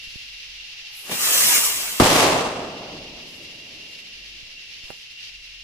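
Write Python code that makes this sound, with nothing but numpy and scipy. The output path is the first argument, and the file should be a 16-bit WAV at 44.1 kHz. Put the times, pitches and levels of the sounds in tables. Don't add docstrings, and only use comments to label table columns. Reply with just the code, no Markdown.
import sys
import numpy as np
from scipy import signal
from scipy.fft import rfft, irfft, next_fast_len
from scipy.io import wavfile
from scipy.ndimage import uniform_filter1d, map_coordinates

SR = 44100
rng = np.random.default_rng(int(sys.argv[2]) if len(sys.argv) > 2 else 0)


def inscribe(sig):
    pcm = np.round(np.clip(np.atleast_2d(sig).T, -1, 1) * 32767)
    wavfile.write(sys.argv[1], SR, pcm.astype(np.int16))


N = 248569
TIME = np.arange(N) / SR
LIGHT_S, BURST_S = 1.114, 1.9996

# (f/Hz, level/dB)
INSECT_TONE = [(1200, -22.5), (1600, -12.5), (1950, -4.5), (2400, 1), (3100, 2.5), (3700, 0), (5000, -0.7),
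               (6000, -6), (6700, -13), (7800, -18.5), (8600, -39.5), (10200, -17.5), (11200, -24.5),
               (13700, -27.5), (15000, -48)]
LEAF_TONE = [(4000, -21), (7500, 0), (8600, -14), (10200, -1.5), (13000, -7.5), (14200, -14.5),
             (15400, -30)]
AIR_TONE = [(20, 0.5), (44, -5.5), (65, -10), (100, -6), (160, -13.5), (300, -26.5), (700, -30),
            (1500, -25), (4000, -56.5)]
SKIN_TONE = [(30, 11.5), (110, 3), (250, -7.5), (600, -11.5), (1100, -25), (2000, -24.5), (4000, -39),
             (15000, -69.5)]
SMOULDER_TONE = [(200, -20), (480, -6), (660, -11), (820, 2.5), (1000, -9), (1300, -5), (3000, -8),
                 (8000, -30)]
SPIT_TONE = [(3000, -33), (7000, 5), (9000, 4), (10500, 13), (13000, 10), (15500, -8)]
GAS_TONE = [(90, -15), (250, 0), (700, -4), (1600, -1), (3000, -5), (7000, -1.5), (12000, -14)]
PIPE_TONE = [(50, -18), (110, -8), (190, 4.5), (280, 0), (500, 0), (1200, -8), (3000, -1), (6000, -15),
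             (15000, -14)]
HISS_TONE = [(2500, -30.5), (4000, -11), (5600, -2.5), (7000, 0.5), (8600, -1), (10500, -2), (11500, -6.5),
             (13000, -3), (15400, -5.5)]
ROAR_TONE = [(50, -25), (130, -8), (300, -4), (700, 0), (1200, 2.5), (2000, 4.5), (2800, 6), (4000, 4.5),
             (5200, 2), (7000, -8.5), (11000, -30.5)]
RIP_TONE = [(300, -9), (1100, 13), (2200, -3), (5000, -2), (9000, -6), (13000, -14), (15000, -24)]
FOREST_TONE = [(25, -21), (60, -18), (120, -11), (220, -6), (400, -4.3), (650, -3), (1050, -6.2),
               (1500, -10.8), (2700, -10.2), (4300, -13), (6000, -14), (7800, -16.5), (9200, -18),
               (13000, -23.5), (14600, -29), (15300, -46)]
GROUND_TONE = [(25, 0.5), (60, -12), (95, 2.5), (300, -2), (1200, -6.5), (2200, -17.5), (12000, -33.5)]
HILL_TONE = [(30, -19.5), (100, -7), (300, -4), (600, -9), (1100, -19.5), (2200, -35), (12000, -80.5)]
TREE_LINE_TONE = [(100, -18.5), (300, 2), (680, 10.5), (1150, -2.5), (2200, -5.5), (6000, -30.5),
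                  (14000, -39)]
BOOM_TONE = [(30, -17.5), (60, -4.5), (90, 0), (135, -2), (220, -17), (500, -50)]
NAIL_TONE = [(100, 2), (700, 7), (1500, -4), (5000, -21), (10000, -7), (15000, -15)]
# (f/Hz, level/dB)
GARDEN_WIDTH = [(40, -16.5), (200, -17.5), (1000, -5), (2700, 1), (5000, -0.5)]
JET_WIDTH = [(150, -30), (700, -7.5), (1300, 0), (2500, 0), (3400, 7), (4500, 7), (6200, -1), (9000, -1.5),
             (15000, 0)]
ECHO_WIDTH = [(50, -14), (125, -20), (220, -18), (380, -13), (700, -8), (1200, -3), (2200, 0), (4500, 1),
              (9000, -1.5), (14000, -1)]

# (f/Hz, width/Hz, relative level/dB)
SHRILL_NOTES = [(2762, 30, -2), (3048, 22, -11)]
# (t/s, half length/s, boost/dB)
NOTE_SWELLS = [(.05, 0.04, 3.5), (2.79, .03, 4.5), (3.83, .1, 3.5), (4.591, 0.03, 5.5), (5.173, 0.045, 6)]
CHORUS_SWELLS = [(3.96, 0.047, 2), (4.79, .11, 2.3), (5.255, 0.049, 5)]
# (t/s, level/dB)
LEAF_STIRS = [(.06, -56.5), (3.31, -54.5), (3.9, -62), (4.88, -60.5)]
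# (t/s, half length/s)
DRONE_SWELLS = [(0.324, 0.066), (0.547, 0.1), (1.8, 0.16), (3.044, 0.19), (4.28, 0.16), (5.348, 0.074),
                (5.58, 0.12)]
# (t/s, relative level/dB, push length/s)
KNOCKS = [(0.071, -33, .004), (0.157, -20.5, 0.0023), (4.428, -30.5, 0.0052), (4.837, -28.5, 0.0063)]
HAND_BALANCE = [
    [-17.5],
    [5.3],
]
# (t/s, half length/s, boost/dB)
FUSE_FLARES = [(0.983, 0.015, 1), (1.1, .016, 4)]
# (t/s, level/dB, time to fade 60 dB/s)
COUGHS = [(1.093, -29.5, 0.17), (1.114, -26, 0.25)]
# (t/s, relative hiss level/dB, relative roar level/dB)
EXHAUST_LEVELS = [(1.14, -31.5, -34.5), (1.184, -29, -35.5), (1.234, -23, -28.5), (1.404, -18, -26.5),
                  (1.554, -18, -25), (1.624, -22.5, -29.5), (1.658, -20, -30), (1.704, -25.5, -32),
                  (1.975, -33.5, -39)]
# (delay/s, level against the direct shock/dB)
WALL_ECHOES = [(.0032, 4.5), (.004, 3), (.0117, -10), (.032, -6)]
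# (f/Hz, time to fade 60 dB/s)
FOREST_HOLD = [(40, 0.036), (120, 0.16), (300, 0.24), (700, 0.31), (2000, 0.24), (5000, 0.23),
               (12000, 0.21)]
FOREST_FADE = [(40, 1.5), (150, 1.65), (500, 1.4), (1000, 1.3), (2000, 1.15), (5000, .92), (8000, .85),
               (12000, .62)]
# (t/s, half length/s, level/dB)
TREE_ECHOES = [(2.27, 0.071, -20.5), (2.367, 0.015, -27.5), (2.5, 0.022, -36), (2.61, 0.071, -36),
               (2.85, 0.15, -41.5), (3.187, 0.032, -46.5)]
BOOMS = [(2.15, .04, -33.5), (2.245, 0.025, -33.5), (2.34, 0.031, -35), (2.49, 0.021, -38)]
# (f/Hz, relative level/dB, time to fade 60 dB/s)
SHELL_NOTES = [(150, -22, 0.06), (604, 2.5, 0.011), (794, -12, 0.04), (1420, 1, 0.0035), (9600, -22, .008)]
# (f/Hz, width/Hz, gain/dB)
MIC_COLOUR = [(1180, 130, 1.5), (2750, 300, 1.5), (6650, 170, -2), (7980, 200, 2), (8550, 300, -2),
              (11500, 500, -2)]


def amp(db):
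    return 10 ** (np.asarray(db) / 20)


def unit(x):
    return x / np.sqrt(np.mean(x ** 2) + 1e-20)


def along(points, hz):
    f, values = np.transpose(points)
    return np.interp(np.log(hz + 1), np.log(f + 1), values)


def wobble(rate):
    return map_coordinates(rng.standard_normal(int(N * rate / SR) + 4), [TIME * rate])


def swell(s, half, flatness=4):
    return np.exp(-((TIME - s) / half) ** flatness)


def boost_db(rows):
    return sum(db * swell(s, half) for s, half, db in rows)


def peak(s, rise, fall):
    return amp(-rise * np.maximum(s - TIME, 0) - fall * np.maximum(TIME - s, 0))


def push(s, length, rise):
    age = np.maximum(TIME - s, 0)
    return (1 - age / length) * np.exp(-age / length) * (1 - np.exp(-age / rise))


def filtered(x, response):
    size = next_fast_len(N + SR // 2)
    return irfft(rfft(x, size) * response(np.fft.rfftfreq(size, 1 / SR)), size)[..., :N]


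def shaded(x, gain):
    hz, t, spectrum = signal.stft(x, SR, nperseg=512)
    return signal.istft(spectrum * gain(hz[:, None], t[None]), SR, nperseg=512)[1][:, :N]


def noise(tone, width, flicker=1):
    def colour(hz):
        side = amp(along(width, hz))
        return amp(along(tone, hz)) * np.array([np.ones_like(side), side]) / np.hypot(1, side)
    mid, side = filtered(rng.standard_normal((2, N)) * flicker, colour)
    return unit(np.array([mid + side, mid - side]))


def shrill(hz, width, drift_hz=18, trill_hz=26, trill_db=2, count=4):
    voices = np.zeros((2, N))
    for _ in range(count):
        pitch = hz + drift_hz * wobble(9) + .7 * width * wobble(90)
        pulses = np.sin(2 * np.pi * np.cumsum(trill_hz * (1 + .3 * wobble(8))) / SR)
        mic_phase = rng.normal(0, 0.57, (2, 1))
        loudness = amp(trill_db * pulses + 1.5 * wobble(21) + 3.2 * wobble(220))
        voices += loudness * np.sin(2 * np.pi * np.cumsum(pitch) / SR + mic_phase)
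    return unit(voices)


def buzz(hz=2750, width_hz=110, db=-52, ease_db_per_s=1.5):
    band = filtered(rng.standard_normal((2, N)), lambda f: 1 / (1 + ((f - hz) / width_hz) ** 4))
    return amp(db - ease_db_per_s * TIME) * unit(band)


def insects(chorus_db=-39, ease_db_per_s=0.67, shrill_db=-47.5):
    level_db = chorus_db - ease_db_per_s * TIME + boost_db(CHORUS_SWELLS)
    chorus = amp(level_db + 1.01 * wobble(45)) * noise(INSECT_TONE, GARDEN_WIDTH)
    notes = sum(amp(db) * shrill(hz, width) for hz, width, db in SHRILL_NOTES)
    return chorus + buzz() + amp(shrill_db + boost_db(NOTE_SWELLS) - 0.1 * wobble(6.8)) * notes


def garden(air_db=-63, drone_db=-52.5, drone_hz=43):
    stirring = sum(amp(db) * peak(s, rise=130, fall=34.5) for s, db in LEAF_STIRS)
    leaves = stirring * amp(2.1 * wobble(40)) * noise(LEAF_TONE, GARDEN_WIDTH)
    air = amp(air_db + 1.2 * wobble(7.2)) * noise(AIR_TONE, GARDEN_WIDTH)
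    drone_gain = amp(drone_db) * sum(swell(s, half) for s, half in DRONE_SWELLS)
    drone = drone_gain * np.sin(2 * np.pi * drone_hz * TIME + .5 * wobble(9.8))
    return leaves + air + drone


def hand(dull_hz=420, softness=0.78):
    pushes = sum(amp(db) * push(s, length, softness * length) for s, db, length in KNOCKS)
    knocks = filtered(pushes, lambda f: 1 / (1 + 1j * f / dull_hz - (f / dull_hz) ** 2))
    shifting = sum(peak(s, rise=50, fall=50) for s, _, _ in KNOCKS)
    rub_gain = (amp(-72) + amp(-68) * shifting) * amp(2.8 * wobble(32))
    return knocks + rub_gain * noise(SKIN_TONE, GARDEN_WIDTH)[0]


def fuse(spit_s=0.97, spit_db=-44.5, smoulder_db=-57):
    burning = peak(spit_s, rise=260, fall=0) * peak(LIGHT_S, rise=0, fall=150)
    flicker_db = boost_db(FUSE_FLARES) + .8 * wobble(89.7) + 1.3 * wobble(900)
    spit = burning * amp(spit_db + flicker_db) * noise(SPIT_TONE, JET_WIDTH)
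    smoulder = amp(smoulder_db) * peak(LIGHT_S, rise=22, fall=150) * noise(SMOULDER_TONE, ECHO_WIDTH)
    return spit + smoulder


def ignition(gas_db=-38.5, pop_db=-14, rise_s=0.0017):
    gas = amp(gas_db) * swell(1.088, half=.042, flatness=2) * noise(GAS_TONE, ECHO_WIDTH)
    coughs = sum(amp(db) * peak(s, rise=0, fall=60 / fade_s) * np.clip((TIME - s) / rise_s, 0, 1)
                 for s, db, fade_s in COUGHS)
    pop = amp(pop_db) * push(LIGHT_S + rise_s / 2, length=.0004, rise=.00004)
    return gas + pop + coughs * noise(PIPE_TONE, ECHO_WIDTH)


def jet(gain_db=3, sputter_db=1.0, rasp_db=0.7, patchy_db=2.5):
    def eddies(hz, t):
        patches = rng.standard_normal((hz.size, t.size))
        patches = uniform_filter1d(patches, size=2, axis=0)
        patches = uniform_filter1d(patches, size=6, axis=1)
        return amp(patchy_db * unit(patches))
    alight = amp(gain_db) * peak(LIGHT_S, rise=1200, fall=0) * peak(BURST_S, rise=0, fall=300)
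    s, hiss_db, roar_db = np.transpose(EXHAUST_LEVELS)
    hiss = amp(np.interp(TIME, s, hiss_db)) * noise(HISS_TONE, JET_WIDTH)
    roar = amp(np.interp(TIME, s, roar_db) + rasp_db * wobble(260)) * noise(ROAR_TONE, JET_WIDTH)
    sputter = amp(0.03 * wobble(46) + sputter_db * wobble(1200))
    return shaded((hiss + roar) * alight * sputter, eddies)


def add_bounces(x, share=0.24, count=4):
    lag = .0035 + .0008 * np.maximum(TIME - LIGHT_S, 0)
    copies = np.zeros((2, N))
    for stretch in rng.uniform(1, 3.5, count):
        copies += [map_coordinates(channel, [(TIME - stretch * lag) * SR]) for channel in x]
    return (x + share * copies) / np.sqrt(1 + count * share ** 2)


def crack(db=-8.5, fade_s=.049, early_s=.001, rise_s=0.00088):
    age = np.maximum(TIME - BURST_S + early_s, 0)
    shape = np.clip(age / rise_s, 0, 1) * amp(db - 60 * age / fade_s)
    return shape * noise(RIP_TONE, ECHO_WIDTH)


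def blast(gain_db=6.5, bark_hz=900, mic_lag_s=0.00017):
    def colour(f):
        bark = 1j * f * bark_hz / (bark_hz ** 2 - f * f + 1j * f * bark_hz)
        treble_cut = 1 / (1 + 1j * f / 4200) / (1 + 1j * f / 9000)
        bass_cut = 1j * f / (105 + 1j * f)
        return (1 + 1.3 * bark) * treble_cut * bass_cut
    direct = [(0.0007, 0)]
    trunks = [(delay, -18) for delay in rng.uniform(0.0042, 0.029, 6)]
    waves = np.zeros((2, N))
    for delay, db in direct + list(WALL_ECHOES) + trunks:
        lag = mic_lag_s * rng.uniform(-1.1, 1)
        pair = [push(BURST_S + delay + side * lag, length=0.00058, rise=0.00033) for side in (1, -1)]
        waves += amp(gain_db + db) * np.array(pair)
    return filtered(waves, colour)


def mic_thump(db=-18):
    return np.array([np.zeros(N), -amp(db) * push(BURST_S, length=.04, rise=.002)])


def echoes(forest_db=-14.5, ground_db=-10, ground_fade_s=0.26, hills_db=-31, hills_fade_s=4.52):
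    def dying(hz, t):
        overdue = t - BURST_S - along(FOREST_HOLD, hz)
        fading_s = np.logaddexp(0, overdue / .03) * .03
        return amp(-60 * fading_s / along(FOREST_FADE, hz))
    age = np.maximum(TIME - BURST_S, 0)
    clumps = amp(1.4 * wobble(900) + .7 * wobble(70))
    build_up_db = -6 * np.exp(-age / 0.021)
    forest = shaded(noise(FOREST_TONE, ECHO_WIDTH, clumps), dying) * amp(forest_db + build_up_db)
    ground = noise(GROUND_TONE, ECHO_WIDTH) * amp(ground_db - 60 * age / ground_fade_s)
    hills = noise(HILL_TONE, ECHO_WIDTH) * amp(hills_db - 60 * age / hills_fade_s + wobble(6.1))
    return (forest + ground + hills) * np.clip(age / 0.0024, 0, 1)


def tree_line():
    def swells(rows):
        return sum(amp(db) * swell(s, half, flatness=2) for s, half, db in rows)
    hollow = amp(1.4 * wobble(160)) * swells(TREE_ECHOES) * noise(TREE_LINE_TONE, ECHO_WIDTH)
    return hollow + swells(BOOMS) * noise(BOOM_TONE, ECHO_WIDTH)


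def nail_tap(s=4.9042, tick_fade_s=0.053):
    age = np.maximum(TIME - s, 0)
    ring = sum(amp(db - 60 * age / fade_s) * np.sin(2 * np.pi * hz * age)
               for hz, db, fade_s in SHELL_NOTES)
    brush = amp(-53) * peak(s, rise=220, fall=220)
    tick = (age > 0) * amp(-45 - 60 * age / tick_fade_s)
    return amp(-26.5) * ring + (brush + tick) * noise(NAIL_TONE, GARDEN_WIDTH)[0]


def scene(left_lead_s=.00007):
    launch = fuse() + ignition() + add_bounces(jet())
    bang = blast() + mic_thump() + crack()
    sides = np.array([[1], [-1]])
    roll = filtered(echoes() + tree_line(), lambda hz: np.exp(1j * np.pi * hz * left_lead_s * sides))
    background = garden() + insects()
    handling = (hand() + nail_tap()) * amp(HAND_BALANCE)
    return launch + bang + roll + background + handling


def record(dry, ceiling=0.84, top_hz=15500):
    def colour(f):
        return amp(sum(db * np.exp(-((f - hz) / width) ** 2) for hz, width, db in MIC_COLOUR))
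    coloured = filtered(dry, colour)
    rounded = coloured / (1 + np.abs(coloured / ceiling) ** 4) ** (1 / 4)
    return filtered(rounded, lambda hz: .5 - .5 * np.tanh((hz - top_hz) / 70))


dry = scene()
out = record(dry)
inscribe(out)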